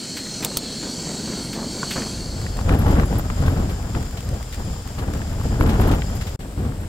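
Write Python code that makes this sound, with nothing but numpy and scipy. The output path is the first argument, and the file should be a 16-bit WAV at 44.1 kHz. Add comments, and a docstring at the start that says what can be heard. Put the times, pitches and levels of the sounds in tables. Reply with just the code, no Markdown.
"""A gas stove hisses and whistles in a tent, its flame fluttering in the draught. The metal pot, held by
its handle, clicks twice on the supports, then knocks dully. This mono opening dissolves into a stereo
close-up of the steaming pot: drops spit on hot metal while gusts make the tent cloth boom and flap.
After a short break the burner is heard from further off."""
import sys
import numpy as np
from scipy import signal
from scipy.fft import rfft, irfft, next_fast_len
from scipy.io import wavfile
from scipy.ndimage import uniform_filter1d, map_coordinates

SR = 44100
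rng = np.random.default_rng(int(sys.argv[2]) if len(sys.argv) > 2 else 0)


def file_out(sig):
    """Save sig as 16-bit WAV at sys.argv[1]."""
    # one column per channel
    cols = np.atleast_2d(sig).T
    # limit, then scale
    lim = np.clip(cols, -1, 1)
    pcm = np.round(lim * 32767).astype(np.int16)
    wavfile.write(sys.argv[1], SR, pcm)


N = 303393

# wind leaning on the tent between gusts: (time [s], boom level [dB])
STEADY_WIND = [(2.1, -25), (2.55, -23), (2.9, -19.5), (3.28, -24), (3.6, -23.5), (4.15, -29), (4.5, -32),
               (4.87, -31.5), (5.35, -24.5), (5.9, -20), (6.25, -25), (6.43, -32), (6.88, -31.5)]
# gusts hit a tent panel: (start [s], length [s], boom [dB], flutter [dB], panel pitch [Hz])
GUSTS = [(2.673, 0.06, -14.5, -25, 260), (2.772, 0.075, -19.5, -35.5, 120), (2.847, .17, -17.5, -30, 250),
         (3.1, 0.054, -18.5, -31.5, 150), (3.37, 0.075, -19.5, -38, 150), (3.439, 0.13, -21.5, -34.5, 250),
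         (3.569, 0.079, -23, -42, 290), (3.935, .035, -19.5, -31.5, 230), (4.257, 0.11, -25, -46, 95),
         (4.56, 0.027, -26.5, -42, 260), (4.629, 0.078, -26, -45, 100), (4.97, 0.045, -25.5, -31.5, 250),
         (5.058, 0.11, -24.5, -36, 290), (5.439, .09, -21.5, -35.5, 200), (5.584, 0.14, -15.8, -24.3, 240),
         (5.775, .15, -15.5, -24, 240), (6.56, 0.12, -22.5, -40.5, 252), (6.771, .03, -25.5, -38, 100)]
# a whole wall bellies out: (time [s], level [dB], pitch [Hz])
WALL_THUMPS = [(1.965, -16, 200), (2.66, -10.5, 60), (3.479, -7.5, 93), (5.607, -5, 82)]
# a fold of cloth snaps taut: (time [s], level [dB], pitch [Hz])
FOLD_SNAPS = [(0.267, -31, 1650), (0.517, -32, 1100), (1.332, -32, 1800), (1.966, -25, 1090),
              (1.977, -23, 1390), (2.02, -23, 1950), (2.465, -25, 1870), (2.590, -22, 1090),
              (2.693, -13.5, 950), (2.865, -20.5, 1090), (2.998, -14, 1180), (3.196, -21.5, 875),
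              (3.301, -19.5, 1370), (3.437, -23, 850), (3.481, -20, 1200), (3.950, -17, 980),
              (5.217, -24, 1510), (5.610, -14, 1180), (6.02, -19, 1970)]
# nylon brushes on nylon: (time [s], level [dB])
RUSTLES = [(0.1664, -31.5), (0.4246, -30.5), (1.5287, -34.5), (1.906, -26.3), (3.459, -36), (3.694, -38),
           (4.17, -36.5), (4.524, -36), (4.985, -37), (5.6908, -32), (5.912, -31.5), (6.21, -36.5),
           (6.2682, -37), (6.4023, -43)]
# drops spit on hot metal: (time [s], level [dB], pitch [Hz], splutter against ring [dB])
SPITS = [(2.788, -33.5, 11450, -10), (3.055, -42, 10800, -2), (3.182, -32.5, 14130, -1),
         (5.673, -42, 11500, -12), (5.807, -35, 14200, -1), (6.150, -41, 11750, -8)]
# the pot clicks on its supports: (time [s], peak level [dB])
POT_CLICKS = [(0.4475, -4), (0.5706, -2)]
# the flame roars as it takes hold: (time [s], level [dB])
FLAME_ROAR = [(0, -36), (.7, -34), (1.25, -31), (1.9, -32.5), (2.25, -34.5)]
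# puffs of draught ruffle the flame: (start [s], length [s], level [dB])
DRAUGHT_PUFFS = [(0.395, .05, -35), (.54, .02, -39), (0.818, .04, -37), (1.06, .04, -36.5),
                 (1.266, .05, -34), (1.55, .08, -35), (1.745, .04, -40.5), (1.952, .045, -27.5)]
# the gas jet: (time [s], hiss level [dB], whistle pitch [Hz])
GAS_JET = [(0, -39.5, 4294), (.78, -39, 4340), (1.05, -38.6, 4480), (1.4, -38.5, 4414), (1.58, -41, 4380),
           (1.95, -37, 4465), (2.25, -41, 4425), (2.5, -42, 4420)]

# resonances: (frequency [Hz], width [Hz], relative level [dB])
WALL_MODES = [(92, 26.4, 0)]  # the tent wall as a slack drum
POT_RING_MODES = [(3250, 560, -6), (5010, 420, 0), (7210, 264, 3.5), (8375, 900, -35.5), (11700, 500, -13)]  # hiss ringing around the pot
POT_KNOCK_MODES = [(1080, 170, 3), (1455, 160, 1), (3230, 120, -19)]  # the full pot, knocked
BURNER_HEAD_MODES = [(2240, 110, -5.5), (3300, 300, -7.5), (3960, 180, 0), (5200, 250, -5.5),
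                     (6090, 210, 2.5), (6440, 110, -5), (6900, 190, 1), (7550, 230, 3), (8250, 160, 1),
                     (10870, 380, -11.5)]  # the head, rung by the jet

# tone colours: (frequency [Hz], relative level [dB])
BOOM_SPECTRUM = [(11, -37), (18, -3), (48, 3.5), (80, 1.5), (231, -9.5), (392, -24), (447, -21.5),
                 (489, -22), (600, -20.5), (780, -27), (1320, -120)]  # deep wind
FOLD_SPECTRUM = [(150, -2.5), (280, 1.5), (380, -5), (450, 0), (600, -9.5), (820, -5), (1000, -10.5),
                 (1200, -11), (1650, -14.5), (2400, -27.5), (3000, -24.5), (5000, -46), (9000, -65)]  # shaken cloth
NYLON_SPECTRUM = [(500, -11), (1600, 6.5), (3500, 5.5), (8000, -7), (16000, -13)]  # brushing nylon
STEAM_SPECTRUM = [(600, 3), (1500, 5.5), (3200, -1.5), (6000, -2.5), (8500, -1.5), (10500, -9.5),
                  (13000, -8), (16000, -4.5)]  # hiss at the steaming pot
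METAL_SPECTRUM = [(300, 0), (2200, -16), (3500, -4.5), (8500, -2), (11000, -5.5), (13000, -7),
                  (16000, -2.5)]  # metal on metal
DRAUGHT_SPECTRUM = [(100, -7), (300, -2), (600, -5.5), (1000, -11), (2000, -19.5), (5000, -41)]  # fluttering flame
FLAME_SPECTRUM = [(40, -35), (90, -10), (160, -3), (235, -1), (320, -6.5), (480, -12.5), (650, -18.5),
                  (1000, -23.5), (2000, -59)]  # low roar
FAR_JET_SPECTRUM = [(1000, -5), (2000, 0.5), (4000, -2), (5200, 0), (6300, -7), (7500, 3), (8600, -1),
                    (10000, -8), (16000, -8)]  # the jet from further off
JET_SPECTRUM = [(600, -48), (1400, -2), (2300, -7.5), (2700, -5), (3200, -1), (3650, -12), (4300, 2),
                (5300, 1), (6100, -4), (8200, -4.5), (9200, -6.5), (10200, -24), (12000, -26), (16000, -17)]  # the jet nearby

# how alike left and right sound: (frequency [Hz], likeness [1 and above = fully alike])
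STEREO_LIKENESS = [(110, 1.5), (220, 1.15), (400, 0.74), (800, .88), (1400, 0.4), (2200, .5), (7000, 0.02),
                   (15000, -0.07)]
# how the image leans: (frequency [Hz], left minus right [dB])
STEREO_TILT = [(60, 0.42), (110, 0.76), (200, 1.9), (380, 2.3), (700, 2.1), (1290, 4.4), (2380, 2.4),
               (4400, 0.26), (8120, 6), (15000, 1.5)]
# dissolve from the opening to the close-up: (time [s], progress [0 to 1])
DISSOLVE = [(2.08, 0), (2.65, 1)]

GUST_RISE_S, GUST_FALL_S = 0.02, 0.051
CALM_BOOM_DB, CALM_FLUTTER_DB, FLUTTER_DB_PER_DB = -29.5, -43.5, 0.81  # cloth flutter follows the wind
BREEZE_FINAL_DB, BREEZE_CLIMB_DB, BREEZE_BUILD_S = -37.5, 14, 0.82
STEAM_DB, POT_RING_DB = -45.5, -44
KNOCK_S, KNOCK_PEAK_DB = 1.830, -15
HEAD_DB, WHISTLE_DB, WHISTLE_WAVER_HZ = 1.5, 1.66, 25.04  # levels against the hiss of the jet
NORMAL_JET_DB, HEAD_DB_PER_DB = -39.5, 0.5  # the head rings harder as the jet rises over normal
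BREAK_START_S, BREAK_END_S, BREAK_DB = 6.36, 6.392, -34.5
TOP_HZ = 15900


def amp(db):
    """Decibels to gain."""
    return 10 ** (np.asarray(db) / 20)


def unit(x):
    """Scale to rms 1."""
    return x / np.sqrt(np.mean(x ** 2) + 1e-20)


def peaked(x):
    """Scale to peak 1."""
    return x / np.abs(x).max()


def along(points, hz):
    """Read (frequency [Hz], value) points on a log axis."""
    freqs, values = np.transpose(points)
    return np.interp(np.log(hz + 1), np.log(freqs + 1), values)


def clock(size=N):
    """The time of each sample in seconds."""
    return np.arange(size) / SR


def curves(rows):
    """One automation curve for each column after the time."""
    times, *columns = np.transpose(rows)
    return [np.interp(clock(), times, column) for column in columns]


def wobble(rate):
    """A smooth random curve, rate knots a second."""
    return map_coordinates(rng.standard_normal(int(N * rate / SR) + 4), [clock() * rate])


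def white(size=N):
    """Two unrelated white noises."""
    return rng.standard_normal((2, size))


def filtered(x, response):
    """x through a frequency response."""
    size = x.shape[-1]
    padded = next_fast_len(size + 8192)
    return irfft(rfft(x, padded) * response(np.fft.rfftfreq(padded, 1 / SR)), padded)[..., :size]


def coloured(x, spectrum):
    """x through an EQ curve, at rms 1."""
    return unit(filtered(x, lambda hz: amp(along(spectrum, hz))))


def resonant(x, modes):
    """x through a set of resonances, at rms 1."""
    def power(f):
        return sum(amp(db) ** 2 * (f * width) ** 2 / ((hz * hz - f * f) ** 2 + (f * width) ** 2)
                   for hz, width, db in modes)
    return unit(filtered(x, lambda f: np.sqrt(power(f))))


def levelled(pair):
    """Noise with its slow swells evened out, so that its envelope alone sets the strength."""
    power = np.abs(uniform_filter1d(pair[0] ** 2, size=SR // 14))
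    return pair / np.sqrt(power + 1e-6)


def patchy(x, depth_db, rate):
    """Shifting reflections raise and lower narrow patches of the spectrum, rate times a second."""
    bands = signal.stft(x, nperseg=512)[2]
    bins, frames = bands.shape
    knots = rng.standard_normal((bins, int(rate * N / SR) + 4))
    grid = np.meshgrid(np.arange(bins) / 2, np.linspace(0, rate * N / SR, frames), indexing="ij")
    gain = amp(depth_db * map_coordinates(knots, grid, order=1))
    return unit(signal.istft(bands * gain, nperseg=512)[1][:N])


def add(track, start, sound):
    """Mix a sound in at start seconds."""
    room = track[..., round(start * SR):][..., :sound.shape[-1]]
    room += sound[..., :room.shape[-1]]


def burst(x, attack, t60):
    """Give x a quick attack and a decay of 60 dB in t60 seconds."""
    t = clock(x.shape[-1])
    envelope = (1 - np.exp(-t / attack)) * amp(-60 * t / t60)
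    return x * envelope / envelope.max()


def swell(start, length, rise, fall):
    """Envelope of a push of air: it rises, holds and dies away."""
    t = clock() - start
    return np.clip(t / rise, 0, 1) * np.exp(-np.maximum(t - length, 0) / fall)


def crackle(rate, spread_db, t60):
    """Noise made of short puffs at random times and of uneven size."""
    onsets = rng.random(N) < rate / SR
    sizes = onsets * amp(spread_db * np.minimum(rng.exponential(size=N), 3))
    fade = amp(-60 * clock(SR // 10) / t60)
    power = np.abs(signal.fftconvolve(sizes ** 2, fade ** 2)[:N])
    return unit(white() * np.sqrt(power))


def grains(rate, hz, spread, cycles, spread_db):
    """Two unrelated streams of tiny damped pops, each at its own pitch and size."""
    count = int(2 * rate * N / SR)
    when, pitch, size, phase = rng.random((count, 4)).T[..., None]
    pop_hz = hz * np.exp(spread * (2 * pitch - 1))
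    t = clock(int(3 * cycles * SR / hz))
    gains = amp(-spread_db * np.log(np.maximum(size, .03)))
    decay = np.exp(-2 * pop_hz * t / cycles) * (1 - t / t[-1])
    pops = gains * np.sin(2 * np.pi * (pop_hz * t + phase)) * decay
    places = (when * 2 * N).astype(int) + np.arange(len(t))
    return unit(np.bincount(places.ravel(), pops.ravel(), 2 * N)[:2 * N].reshape(2, N))


def stereo_image(pair, lag_ms):
    """Two spaced listening points share the bass but not the treble; the right one lags by lag_ms."""
    def width(hz):
        angle = np.arccos(np.clip(along(STEREO_LIKENESS, hz), -1, 1)) / 2
        return np.array([np.cos(angle), np.sin(angle)])

    def pan(hz):
        share = np.array([[.5], [-.5]])
        return amp(share * along(STEREO_TILT, hz)) * np.exp(2j * np.pi * hz * share * lag_ms / 1000)
    mid, side = filtered(pair, width)
    return filtered(np.array([mid + side, mid - side]), pan)


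def breeze():
    """A low bed of distant wind builds under the opening."""
    level_db = BREEZE_FINAL_DB - BREEZE_CLIMB_DB * np.exp(-clock() / BREEZE_BUILD_S)
    return amp(level_db) * coloured(white()[0], BOOM_SPECTRUM)


def wind_force():
    """Envelopes of boom and flutter: gusts ride on the steady wind, and the cloth takes them unevenly."""
    wind_db, = curves(STEADY_WIND)
    push_power = amp(wind_db) ** 2
    shake_power = amp(CALM_FLUTTER_DB + FLUTTER_DB_PER_DB * (wind_db - CALM_BOOM_DB)) ** 2
    for start, length, boom_db, flutter_db, _ in GUSTS:
        gust = swell(start, length, GUST_RISE_S, GUST_FALL_S)
        push_power += (amp(boom_db) * gust) ** 2
        shake_power += (amp(flutter_db) * gust) ** 2
    eddies = wobble(42)
    return np.sqrt(push_power) * amp(eddies), np.sqrt(shake_power) * amp(2.3 * eddies)


def tent_walls(push, shake):
    """Gusts pump the walls, which boom, and shake their folds into a dense flutter of small pops."""
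    boom = levelled(coloured(white(), BOOM_SPECTRUM) + amp(-8.5) * resonant(white(), WALL_MODES))
    pops = grains(rate=600, hz=1010, spread=1.14, cycles=2.56, spread_db=3.0)
    crisp_pops = unit(np.diff(pops, prepend=0))
    crumple = amp(-2.5) * crackle(rate=290, spread_db=2.5, t60=0.027)
    flutter = coloured(crisp_pops + crumple, FOLD_SPECTRUM)
    swish = amp(-17.5) * coloured(crackle(rate=180, spread_db=3.3, t60=0.038), NYLON_SPECTRUM)
    out = push * boom + shake * (flutter + swish)
    t = clock(SR // 10)
    for start, db, hz in WALL_THUMPS:  # one heavy push of air and its rebound
        add(out[0], start, -amp(db) * burst(np.sin(2 * np.pi * hz * t), attack=.01, t60=0.052))
    return out


def tent_panels(against_boom_db=-7.5, relative_width=0.54):
    """Each gust drums on one panel of the tent; the tauter the panel, the higher its pitch."""
    out = np.zeros((2, N))
    for start, length, boom_db, _, hz in GUSTS:
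        drum = levelled(resonant(white(SR // 2), [(hz, relative_width * hz, 0)]))
        muffled = filtered(drum, lambda f: 1 / (1 + (f / (2 * hz)) ** 4))
        placed = np.zeros((2, N))
        add(placed, start, muffled)
        out += amp(boom_db + against_boom_db) * swell(start, length, GUST_RISE_S, GUST_FALL_S) * placed
    return out


def tent_cloth():
    """Single folds snap with a hollow pop that the tent echoes; layers of nylon brush past each other."""
    out = np.zeros((2, N))
    t = clock(SR // 10)
    for start, db, hz in FOLD_SNAPS:
        snap = burst(np.sin(2 * np.pi * hz * t), attack=0.00025, t60=0.0043)
        echo = resonant(resonant(white(len(t)), [(hz, 1000, 0)]), [(hz, 2000, 0)])
        add(out[0], start, amp(db) * snap)
        add(out, start, amp(db - 5.5) * burst(echo, attack=0.00029, t60=0.021))
    for start, db in RUSTLES:
        brush = coloured(white(SR // 5), NYLON_SPECTRUM)
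        sheen = amp(-12) * resonant(white(SR // 5), [(13400, 5600, 0)])
        add(out, start, amp(db) * burst(brush + sheen, attack=0.0016, t60=0.14))
    return out


def spitting_drops(shake):
    """Drops boil off the hot metal with a thin, high ring and a splutter; gusts shake down a fine fizz."""
    fizz = resonant(crackle(rate=90, spread_db=5, t60=0.044), [(11700, 620, 0), (14200, 1500, -6)])
    out = amp(-22) * shake * fizz
    for start, db, hz, splutter_db in SPITS:
        ring = burst(resonant(white(SR // 10), [(hz, 220, 0)]), attack=0.0022, t60=.07)
        spray = resonant(white(SR // 10), [(11000, 1500, 0), (14500, 1800, -1)])
        splutter = burst(spray, attack=.0016, t60=.05)
        add(out, start, amp(db) * (ring + amp(splutter_db) * splutter))
    return out


def steaming_pot():
    """Close up the burner's hiss rings around the pot, and the water adds a fine sizzle."""
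    ring = amp(POT_RING_DB + 1.2 * wobble(13)) * resonant(white(), POT_RING_MODES)
    sizzle = amp(-4.5) * coloured(crackle(rate=60, spread_db=7, t60=0.023), STEAM_SPECTRUM)
    prickle = amp(-15.5) * grains(rate=50, hz=10000, spread=0.51, cycles=57, spread_db=4.5)
    steam_gain = amp(STEAM_DB + 0.42 * wobble(8.9))
    return ring + steam_gain * (coloured(white(), STEAM_SPECTRUM) + sizzle + prickle)


def pot_clicks(bounce_s=0.00158, bounce_db=-1, tail_db=-17):
    """The pot strikes its supports, metal on metal, with a tiny bounce; the tent answers briefly."""
    def metal(attack, t60):
        return burst(coloured(white(SR // 10)[0], METAL_SPECTRUM), attack, t60)
    out = np.zeros(N)
    for start, db in POT_CLICKS:
        add(out, start, amp(db) * peaked(metal(attack=.00005, t60=0.0055)))
        add(out, start + bounce_s, amp(db + bounce_db) * peaked(metal(attack=.00005, t60=0.0056)))
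        add(out, start, amp(db + tail_db) * metal(attack=0.00068, t60=0.045))
    return out


def pot_knock():
    """The full pot knocks dully: its modes die fast over a soft thud."""
    out = np.zeros(N)
    t = clock(SR // 10)
    ring = sum(amp(db) * np.sin(2 * np.pi * hz * t) * np.exp(-np.pi * width * t)
               for hz, width, db in POT_KNOCK_MODES)
    soft_attack = 1 - np.exp(-t / .003)
    thud = amp(-22) * burst(coloured(white(len(t))[0], FOLD_SPECTRUM), attack=0.0009, t60=0.069)
    add(out, KNOCK_S, amp(KNOCK_PEAK_DB) * peaked(ring * soft_attack + thud))
    return out


def far_burner():
    """From further off the stove is a steady hiss of gas over a low flame."""
    hiss = amp(-46.5) * coloured(white(), FAR_JET_SPECTRUM)
    return hiss + amp(-42.5) * coloured(white(), FLAME_SPECTRUM)


def flame():
    """The flame roars low; puffs of draught swell the roar and bring up its flutter."""
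    draught = sum(amp(db) * swell(start, length, rise=0.012, fall=0.061)
                  for start, length, db in DRAUGHT_PUFFS)
    steady = amp(curves(FLAME_ROAR)[0])
    roar = levelled(coloured(white(), FLAME_SPECTRUM))[0]
    flutter = coloured(crackle(rate=410, spread_db=1.0, t60=0.029)[0], DRAUGHT_SPECTRUM)
    return np.hypot(steady, amp(-0.5) * draught) * roar + np.hypot(amp(-12.5) * steady, draught) * flutter


def whistle(pitch_hz, width_hz):
    """A breathy tone: a narrow band of noise that follows the pitch."""
    breath = filtered(white(), lambda hz: 1 / (1 + (hz / width_hz) ** 2))
    phase = 2 * np.pi * np.cumsum(pitch_hz) / SR
    return unit(breath[0] * np.cos(phase) + breath[1] * np.sin(phase))


def gas_jet():
    """Gas hisses, rings and whistles in the burner head; the colour shifts as the hand-held pot sways."""
    jet_db, whistle_hz = curves(GAS_JET)
    hiss = patchy(coloured(white()[0], JET_SPECTRUM), depth_db=3.5, rate=11)
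    head_gain = amp(HEAD_DB + HEAD_DB_PER_DB * (jet_db - NORMAL_JET_DB))
    head = patchy(resonant(white()[0], BURNER_HEAD_MODES), depth_db=4.5, rate=11)
    tone_gain = amp(WHISTLE_DB + 0.5 * wobble(5.4))
    tone = whistle(whistle_hz + WHISTLE_WAVER_HZ * wobble(9), width_hz=200)
    return amp(jet_db) * (hiss + head_gain * head + tone_gain * tone)


def scene():
    """Three perspectives on the stove in turn: mono, close up in stereo, and further off."""
    t = clock()
    cloth = tent_cloth()
    push, shake = wind_force()
    opening = gas_jet() + flame() + breeze() + pot_clicks() + pot_knock() + cloth[0]
    far = far_burner()
    stove = np.where(t < BREAK_START_S, steaming_pot(), far) + spitting_drops(shake)
    tent = tent_walls(push, shake) + tent_panels() + cloth
    # the stove is straight ahead, the windward wall to the left
    stereo = stereo_image(stove, lag_ms=0) + stereo_image(tent, lag_ms=0.19)
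    dissolve = np.clip(curves(DISSOLVE)[0], 0, 1)
    mix = np.sqrt(1 - dissolve) * opening + np.sqrt(dissolve) * stereo
    gate = uniform_filter1d(1.0 * ((t < BREAK_START_S) | (t > BREAK_END_S)), size=128)
    return mix * np.maximum(gate, amp(BREAK_DB))


def record(dry):
    """Peaks stop at full scale and the treble falls away steeply at the band limit."""
    return filtered(np.clip(dry, -1, 1), lambda hz: np.exp(-(hz / TOP_HZ) ** 44))


dry = scene()
out = record(dry)
file_out(out)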